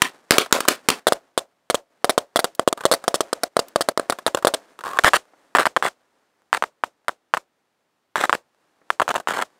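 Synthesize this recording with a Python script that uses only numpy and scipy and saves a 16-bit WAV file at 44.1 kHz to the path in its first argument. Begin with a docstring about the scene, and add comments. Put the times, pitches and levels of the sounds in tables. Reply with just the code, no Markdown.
"""Outdoor yard: a welding rod is jabbed at a circuit board, close to the microphone.
Contacts on top blow apart first: noise bursts with a shove of air, loud enough to clip.
Then short arcs strike under the board and later at its far edge: a thump, then a burn of crackle and hiss.
Random clicks, filtered, make sizzle, spits and frying; noise that follows the sparks makes the yard's echoes.
"""
import sys
import numpy as np
from scipy import signal
from scipy.fft import rfft, irfft
from scipy.io import wavfile
from scipy.ndimage import uniform_filter1d

SR = 44100
rng = np.random.default_rng(int(sys.argv[2]) if len(sys.argv) > 2 else 0)


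def unload_audio(sound):
    """Save the sound as a 16-bit wav file, at the path given as the first command line argument."""
    columns = np.transpose(np.atleast_2d(sound))
    # keep every value between -1 and 1, then stretch to whole-number steps
    steps = np.round(np.clip(columns, -1, 1) * 32767)
    wavfile.write(sys.argv[1], SR, steps.astype(np.int16))


N = 422919
T = np.arange(N) / SR
ROD_MOVES_S = 4.7  # from under the board to its edge


def undb(db):
    """Decibels to gain."""
    return 10 ** (np.asarray(db) / 20)


def unit(x):
    """Scale to rms 1."""
    return x / np.sqrt(np.mean(x ** 2) + 1e-18)


def peak_unit(x):
    """Scale to peak 1."""
    return x / np.abs(x).max()


def add(out, start_s, x):
    """Mix x into out from start_s on."""
    i = max(int(start_s * SR), 0)
    out[i:i + len(x)] += x[:N - i]


def curve(points, at_s):
    """Interpolate a (time, value) table."""
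    return np.interp(at_s, *np.transpose(points))


def during(spans):
    """1 inside the spans, 0 outside, with soft edges."""
    gate = sum(1. * ((T > start) & (T < end)) for start, end in spans)
    return uniform_filter1d(gate, size=300)


def cut(x, hz, kind, order=4):
    """Butterworth low-pass or high-pass."""
    sos = signal.butter(order, min(hz, .45 * SR), kind, fs=SR, output="sos")
    return signal.sosfilt(sos, x)


def band(x, hz, q):
    """One broad resonance, gain 1 at its centre."""
    return signal.lfilter(*signal.iirpeak(hz, q, fs=SR), x)


def convolve(x, response):
    """Pass x through a response, keeping its length."""
    return signal.fftconvolve(x, response)[:len(x)]


def colour(x, points, size=1024):
    """Minimum-phase filter through (Hz, dB) points."""
    hz, db = np.transpose(points)
    bins_hz = np.arange(size // 2 + 1) * SR / size
    log_gain = np.interp(np.log(bins_hz + 1), np.log(hz), np.log(undb(db)))
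    # folding the cepstrum makes the filter causal
    cepstrum = irfft(log_gain)[:size // 2]
    cepstrum[1:] *= 2
    return convolve(x, irfft(np.exp(rfft(cepstrum, size))))


def crackle(n, rate_hz, spread_db):
    """Random clicks of either sign: mostly small, a few big."""
    sizes = undb(spread_db * np.minimum(rng.exponential(size=n), 4))
    return (rng.random(n) < rate_hz / SR) * sizes * rng.choice([-1, 1], n)


def flicker(n, rate_hz, depth_db):
    """A gain that wanders at the given rate."""
    steps = np.arange(n) * rate_hz / SR
    return undb(depth_db * np.interp(steps, np.arange(n), rng.standard_normal(n)))


def thump(t, hz, cycles):
    """A pressure pulse: a dip, a peak and a second dip."""
    return np.cos(2 * np.pi * hz * t) * np.exp(-(hz * t / cycles) ** 2)


def burn(t, length_s, tone, rate_hz, spread_db, flutter_db, strike_db):
    """Hopping arc root: dense pops roar, fluttering plasma hisses; both about rms 1 over the burn."""
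    n = len(t)
    alight = np.clip(t / 0.00085 + 1, 0, 1) * np.exp(-np.maximum(t - length_s, 0) / 0.0023)
    strike = 1 + undb(strike_db) * np.exp(-(t / 0.0013) ** 2)
    flutter = alight * flicker(n, 330, flutter_db)
    root_pops = crackle(n, rate_hz, spread_db) * flutter * np.clip(t / 0.00039, 0, 1)
    roar = cut(colour(root_pops, tone), 2100, "low")
    plasma = crackle(n, 12000, 5.5) * flutter * strike
    hiss = cut(colour(plasma, tone), 2000, "high")
    return [v / np.sqrt(np.sum(v ** 2) / (length_s * SR) + 1e-18) for v in (roar, hiss)]


# outdoor air: (frequency [Hz], gain [dB])
AIR_TONE = [(270, -5.5), (900, -6.5), (3000, -15), (15000, -29)]


def air():
    """Steady outdoor noise, slowly wavering."""
    noise = cut(colour(rng.standard_normal(N), AIR_TONE), 130, "high", order=2)
    return undb(-73) * unit(noise) * flicker(N, 1, 1)


# heat in units of one strike under the board
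START_HEAT, CRACK_HEAT, EDGE_HEAT, COOL_S = 6.6, 1.3, 0.24, 0.49


def heat():
    """Every crack and arc warms the board, which cools exponentially."""
    doses = [(0, START_HEAT)]
    doses += [(s, CRACK_HEAT) for s, *_ in CRACKS]
    doses += [(s, 1 if s < ROD_MOVES_S else EDGE_HEAT) for s, *_ in ARCS]
    out, cooling = np.zeros(N), np.exp(-T / COOL_S)
    for s, dose in doses:
        add(out, s, dose * cooling)
    return out


# boiling resin: (frequency [Hz], gain [dB])
RESIN_TONE = [(80, -28), (260, -4.5), (550, -4), (1700, -9.5), (2500, -17.5), (9000, -25), (15000, -38)]
# rod lifted, at most tapping the board: (start [s], end [s]); a row ending before its start does nothing
LIFTS = [(1.17, 1.9), (3.26, 3)]
# smouldering of scorched resin: (time [s], level [dB])
SMOULDER = [(1.9, -77), (5.3, -61), (6.2, -70.5), (8.1, -82), (8.65, -68), (9.5, -65)]
COLD_DB, DB_PER_HEAT, LIFT_DB = -86.5, 6, -12


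def sizzle():
    """Scorched resin boils louder with heat, softer with the rod lifted; it also simmers and ticks."""
    hot = undb(COLD_DB + DB_PER_HEAT * heat() + LIFT_DB * during(LIFTS))
    boil = unit(colour(crackle(N, 5000, 3.5), RESIN_TONE)) * flicker(N, 40, 3)
    simmer = unit(colour(crackle(N, 7800, 2.0), RESIN_TONE)) * flicker(N, 20, 1.3)
    simmer += .35 * unit(pops(crackle(N, 14, 4)))
    return hot * boil + undb(curve(SMOULDER, T)) * simmer


# contacts blowing apart: (time [s], blast level [dB], decay [s])
CRACKS = [(0.0192, 4, 0.0027), (0.3079, 11.5, 0.0014), (0.3206, -4, 0.001), (0.3826, 7, 0.0019),
          (0.5257, 9.5, 0.0015), (0.6048, -9, 0.0033), (0.6843, 8.5, 0.0023), (0.8869, 3, 0.0022),
          (0.891, -4.5, 0.0014), (0.902, -3.5, 0.002)]
# blast in the open: (frequency [Hz], gain [dB])
BLAST_TONE = [(40, -16.5), (400, -1), (880, -3), (1230, 4), (1700, -1.5), (3600, -2.5), (6000, -9.5),
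              (8500, -7.5), (15000, -17.5)]


def cracks():
    """A metal bridge boils away at once: a shove of air, a violent burst, a brief droplet spray."""
    out, t = np.zeros(N), T[:int(.08 * SR)]
    for s, db, decay_s in CRACKS:
        burst = rng.standard_normal(len(t)) * np.exp(-t / decay_s)
        spray = undb(-29) * unit(crackle(len(t), 1200, 3.4)) * np.exp(-t / 0.036)
        shove = undb(-14.5) * thump(t - .002, 410, cycles=0.47)
        blast = undb(4.5) * colour(burst + spray, BLAST_TONE)
        add(out, s, undb(db) * (blast + shove))
    return out


def patch(hold_s, t60_s):
    """Envelope of an echo patch: swells, holds, dies away."""
    t = T[:SR]
    return np.clip(t / .004, 0, 1) * undb(-60 * np.maximum(t - hold_s, 0) / t60_s)


def slap(x, wet_db, hold_s, t60_s, dull_hz):
    """Nearby things return the cracks as a dense, thin-bodied train of echoes."""
    response = crackle(SR, 9000, 2) * patch(hold_s, t60_s)
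    response = cut(response, dull_hz, "low", order=1)
    response = cut(response, 240, "high", order=2)
    return undb(wet_db) * convolve(x, response / np.linalg.norm(response))


# arcs left standing after a crack: (time [s], length [s], level [dB], ring [Hz])
FLAMES = [(0.317, 0.056, -28.5, 622), (0.542, 0.046, -26.5, 583.5)]


def flames():
    """A standing arc: a rough roar with a hollow ring."""
    out = np.zeros(N)
    for s, length_s, db, ring_hz in FLAMES:
        t = T[:int((length_s + .025) * SR)]
        roar, hiss = burn(t, length_s, BLAST_TONE, rate_hz=2000, spread_db=3,
                          flutter_db=3.5, strike_db=-10)
        ring = unit(band(roar, ring_hz, 3))
        add(out, s, undb(db) * (ring + .25 * roar + 0.35 * hiss))
    return out


def yard(x, tone, wet_db, hold_s, t60_s, grain_db, far_db=-60):
    """Nearby things scatter sparks into countless echoes, far walls add a faint tail: noise shaped by power."""
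    far = undb(far_db - 60 * T[:SR] / 1.2)
    spread = patch(hold_s, t60_s) ** 2 + far ** 2
    power = np.maximum(convolve(x ** 2, spread / spread.sum()), 0)
    grains = unit(colour(crackle(N, 7000, grain_db), tone))
    return undb(wet_db) * np.sqrt(power) * grains


# hollow under the board: [Hz]
HOLLOW_HZ = [560, 674]
HOLLOW_Q, HOLLOW_DB = 18, 5.5


def hollow(body):
    """The hollow under the board rings with the echoes until the rod moves to the edge."""
    ring = sum(band(body, hz, HOLLOW_Q) for hz in HOLLOW_HZ)
    return undb(HOLLOW_DB) * during([(0, ROD_MOVES_S)]) * ring


# hollow body of the echoes: (frequency [Hz], gain [dB])
BODY_TONE = [(150, -22.5), (260, -10.5), (600, -1.5), (800, -7.5), (1150, -11.5), (4000, -39)]
# bright scatter of the echoes: (frequency [Hz], gain [dB])
SCATTER_TONE = [(200, -10), (400, 1.5), (8000, -6.5), (15000, -24)]


def echoes(burning, blasts):
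    """The yard's return: dull body with its ring, bright scatter, slap of the cracks."""
    body = yard(cut(burning, 730, "low"), BODY_TONE, wet_db=-20.5, hold_s=0.031, t60_s=0.14,
                grain_db=1, far_db=-28.5)
    scatter = yard(cut(burning, 1700, "high"), SCATTER_TONE, wet_db=-23, hold_s=0.028, t60_s=0.12,
                   grain_db=2.5)
    slaps = slap(blasts, wet_db=-16.5, hold_s=0.037, t60_s=0.094, dull_hz=4326)
    return body + hollow(body) + scatter + slaps


# arc at the board's edge: (frequency [Hz], gain [dB])
EDGE_TONE = [(40, -29), (200, -8), (600, 2), (1100, 4), (1650, 1), (2400, -15.5), (3100, -15),
             (5800, -27.5), (8000, -22.5), (15000, -38)]


def pops(clicks):
    """Tiny sparks, heard partly off the board and partly in the open."""
    return colour(clicks, EDGE_TONE) + undb(-11.5) * colour(clicks, BLAST_TONE)


# small spits and touches of the rod: (time [s], peak [dB])
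SPITS = [(0.461, -22.5), (0.51, -25), (0.652, -17), (.679, -9), (2.775, -20.5), (2.808, -19), (2.837, -21),
         (3.040, -19), (4.123, -10.5), (4.187, -21), (4.278, -9.5), (4.372, -13), (4.386, -22.5),
         (4.425, -21.5), (4.486, -14.5), (4.790, -24), (4.808, -26.5), (5.037, -8.5), (9.141, -14),
         (9.179, -19.5), (9.2, -19)]


def spits():
    """Tiny arcs that die within milliseconds."""
    out, t = np.zeros(N), T[:int(.03 * SR)]
    for s, db in SPITS:
        spit = pops(crackle(len(t), 8000, 1.5) * np.exp(-t / 0.0045))
        add(out, s, undb(db) * peak_unit(spit))
    return out


def bounce(x, share):
    """A reflection off a nearby part; its path, and so the colour, differs per strike."""
    lag = int(rng.uniform(.0003, .0016) * SR)
    reflection = np.pad(x, (lag, 0))[:len(x)]
    return (x + share * reflection) / np.hypot(1, share)


# arcs: (time [s], thump level [dB], burn length [s], burn level [dB])
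ARCS = [(1.070, -0.5, 0.016, -17.5), (1.123, -1.5, 0.01, -27), (1.3775, -5.5, 0.014, -25),
        (1.7005, -7, 0.0091, -21), (1.7453, -5.5, 0.0083, -22.5), (2.045, -2.5, 0.0066, -20.5),
        (2.0954, -4, 0.011, -18.5), (2.179, -1.5, 0.0089, -22), (2.3602, -3, 0.014, -20.5),
        (2.3922, -5.5, 0.01, -25), (2.444, -7, 0.0087, -21.5), (2.5957, -2.5, 0.0015, -17),
        (2.677, 3.5, 0.0094, -23.5), (2.728, -9, 0.0027, -19), (2.854, -0.5, 0.0096, -17),
        (2.915, -4.5, 0.014, -15.5), (2.938, -7.5, 0.011, -23), (3.0803, -3.5, 0.005, -16.5),
        (3.143, -6.5, 0.016, -27.5), (3.207, -6, 0.0065, -21), (3.330, -8.5, 0.0028, -18),
        (3.4343, -13, 0.0044, -15.5), (3.568, -2.5, 0.0026, -18), (3.5926, -6, 0.0054, -21),
        (3.760, -2.5, 0.003, -17.5), (3.809, -8, 0.012, -26), (3.888, -4, 0.0038, -16.5),
        (3.976, -7, 0.0011, -14), (3.997, -10, 0.0003, -10), (4.099, -5, 0.008, -23.5),
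        (4.2654, -6, 0.0076, -20.5), (4.348, -7, 0.0033, -18.5), (4.449, 0, 0.0061, -27),
        (4.471, -2.5, 0.009, -18.5), (4.539, -12.5, 0.0084, -20.5), (4.989, 0.5, 0.004, -14),
        (5.0455, 5, 0.043, -14.5), (5.135, 1.5, 0.033, -16), (5.551, 1, 0.022, -14), (5.586, 2, 0.046, -18),
        (5.656, -1, 0.017, -16), (5.765, -1.5, 0.0053, -11), (5.826, -3, 0.059, -22.5),
        (6.530, 3, 0.046, -25), (6.6245, -3, 0.0055, -24.5), (6.639, -5.5, 0.0018, -20),
        (6.838, -2, 0.0039, -26.5), (7.0833, -4, 0.0095, -21), (7.339, 2.5, 0.011, -22),
        (7.371, -9, 0.007, -22), (8.1576, -3.5, 0.099, -23.5), (8.239, -7, 0.0078, -19),
        (8.296, -1, 0.0049, -18), (8.329, 2, 0.022, -21.5), (8.904, 1, 0.0039, -24),
        (8.999, -2.5, 0.0051, -12), (9.018, -6, 0.0081, -15), (9.080, -7, 0.016, -23),
        (9.103, -15, 0.012, -18.5), (9.153, -9, 0.014, -19.5), (9.274, -5, 0.052, -25.5),
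        (9.336, -21, 0.096, -25)]
# arc under the board: (frequency [Hz], gain [dB])
UNDER_TONE = [(40, -29.5), (200, -11.5), (650, 5.5), (850, -9), (1200, -2.5), (2000, -14.5), (2480, -26.5),
              (3200, -14.5), (4700, -16.5), (6200, -22.5), (8600, -14.5), (15000, -33)]
# thump under the board: (frequency [Hz], gain [dB])
THUMP_TONE = [(50, -25.5), (150, -13.5), (400, -2), (630, 3.5), (850, -7), (1200, -2.5), (2400, -24.5),
              (15000, -51)]
# snap at the edge: (frequency [Hz], gain [dB])
SNAP_TONE = [(200, -22.5), (650, -3.5), (1100, 4), (1600, 1), (2300, -13.5), (3100, -14.5), (4600, -29.5),
             (15000, -49)]
# ring of the gap under the board, shifting as the rod is pushed about: (time [s], pitch [Hz])
GAP = [(1.1, 3520), (1.75, 3200), (2.75, 3220), (3.1, 5400), (4.45, 3630)]
GAP_Q, GAP_DB = 5.5, 1
PITCH_SPREAD = 0.06  # strike to strike, log units
LEAD_S = .0005  # burn fades in before the strike
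# hiss level of an ordinary burn; slope in dB per dB of stronger burn
ORDINARY_BURN_DB = -20
UNDER_HISS_DB, UNDER_HISS_SLOPE = -20, 0.42
EDGE_HISS_DB, EDGE_HISS_SLOPE = -26.5, 0.39
FRESH_DB, FRESH_S = 19.5, 0.46  # extra hiss of fresh edge metal, until burnt away


def arcs():
    """A sudden thump of heated air, then a burn until the gap opens; edge burns sputter more."""
    out = np.zeros(N)
    for s, thump_db, length_s, burn_db in ARCS:
        under = s < ROD_MOVES_S
        shift = [np.exp(PITCH_SPREAD * rng.standard_normal()), 1]  # scales Hz only
        t = np.arange(int((length_s + .09) * SR)) / SR - LEAD_S
        blow_tone = np.multiply(THUMP_TONE if under else SNAP_TONE, shift)
        blow = -colour(signal.unit_impulse(len(t)), blow_tone)
        stronger_db = burn_db - ORDINARY_BURN_DB
        if under:
            roar, hiss = burn(t, length_s, np.multiply(UNDER_TONE, shift), rate_hz=6100,
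                              spread_db=1.5, flutter_db=1.8, strike_db=6)
            hiss_db = UNDER_HISS_DB + UNDER_HISS_SLOPE * stronger_db
        else:
            roar, hiss = burn(t, length_s, np.multiply(EDGE_TONE, shift), rate_hz=1000,
                              spread_db=4.5, flutter_db=4.2, strike_db=-1)
            fresh_db = FRESH_DB * np.exp((ROD_MOVES_S - s) / FRESH_S)
            hiss_db = EDGE_HISS_DB + EDGE_HISS_SLOPE * stronger_db + fresh_db
        blow = undb(thump_db) * blow / blow.max()
        strike = blow + undb(burn_db) * roar + undb(hiss_db) * bounce(hiss, share=0.33)
        if under:
            strike = strike + undb(GAP_DB) * band(strike, curve(GAP, s), GAP_Q)
        add(out, s - LEAD_S, cut(strike, 70, "high", order=2))
    return out


# droplets bursting: (time [s], peak [dB])
TICKS = [(2.55, -28), (3.684, -29)]


def ticks():
    """Flying droplets of metal burst with a thin tick."""
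    out, t = np.zeros(N), T[:int(.02 * SR)]
    for s, db in TICKS:
        tick = cut(rng.standard_normal(len(t)) * np.exp(-t / 0.0029), 3100, "high", order=2)
        add(out, s, undb(db) * peak_unit(tick))
    return out


# poor contact frying: (start [s], end [s], level [dB], ring [Hz])
FRYING = [(2.779, 2.863, -43.5, 1200), (4.838, 4.981, -29, 1095)]
STUTTER_HZ = 85


def frying():
    """A poor contact stutters; every stutter rings a small cavity of the board."""
    out = np.zeros(N)
    for start, end, db, ring_hz in FRYING:
        n = int((end - start) * SR)
        phase = np.cumsum(STUTTER_HZ * flicker(n, STUTTER_HZ, 3.5)) / SR % 1
        stutter = np.exp(-phase / .7) * flicker(n, STUTTER_HZ, 2.5)
        sparks = pops(crackle(n, 3500, 4) * stutter)
        add(out, start, undb(db) * unit(sparks + 2.4 * band(sparks, ring_hz, 11)))
    return out


# low thud under the loudest strike: (time [s], peak [dB], pitch [Hz])
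THUD = (5.047, -15.5, 97)


def thud():
    """A low whoomph sounds under the loudest strike."""
    s, db, hz = THUD
    out, t = np.zeros(N), T[:SR // 10]
    middle_s = t.mean()
    add(out, s - middle_s, undb(db) * thump(t - middle_s, hz, cycles=0.22))
    return out


# soft gas puffs from the resin: (time [s], peak [dB])
PUFFS = [(5.335, -41), (8.815, -46)]
PUFF_S, PUFF_TOP_HZ = 0.0099, 2179


def puffs():
    """A blister of resin lets out its gas, dull and faint."""
    out, t = np.zeros(N), T[:SR // 10]
    for s, db in PUFFS:
        gas = rng.standard_normal(len(t)) * np.exp(-t / PUFF_S)
        puff = cut(colour(gas, RESIN_TONE), PUFF_TOP_HZ, "low")
        add(out, s, undb(db) * peak_unit(puff))
    return out


# sizzle and echoes dip briefly between strikes: (start [s], end [s])
DIPS = [(.997, 1.07), (2.638, 2.77), (3.482, 3.56), (3.922, 3.99)]
DIP_DB = -12.5


def scene():
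    """Sparks, board and yard, heard by two microphone ports very close together."""
    blasts = cracks()
    burning = arcs() + spits() + flames() + frying()
    tails = (sizzle() + echoes(burning, blasts)) * undb(DIP_DB * during(DIPS))
    mid = burning + blasts + ticks() + puffs() + thud() + tails + air()
    side = undb(-24.5) * np.gradient(mid)  # a tiny lag between the ports, mostly in the treble
    return np.array([mid + side, mid - side])


TOP_HZ = 15600


def record(dry):
    """The loudest peaks clip, then the top is cut."""
    top_cut = signal.ellip(8, .2, 70, TOP_HZ, fs=SR, output="sos")
    return signal.sosfilt(top_cut, np.clip(dry, -.95, .95))


dry = scene()
out = record(dry)
unload_audio(out)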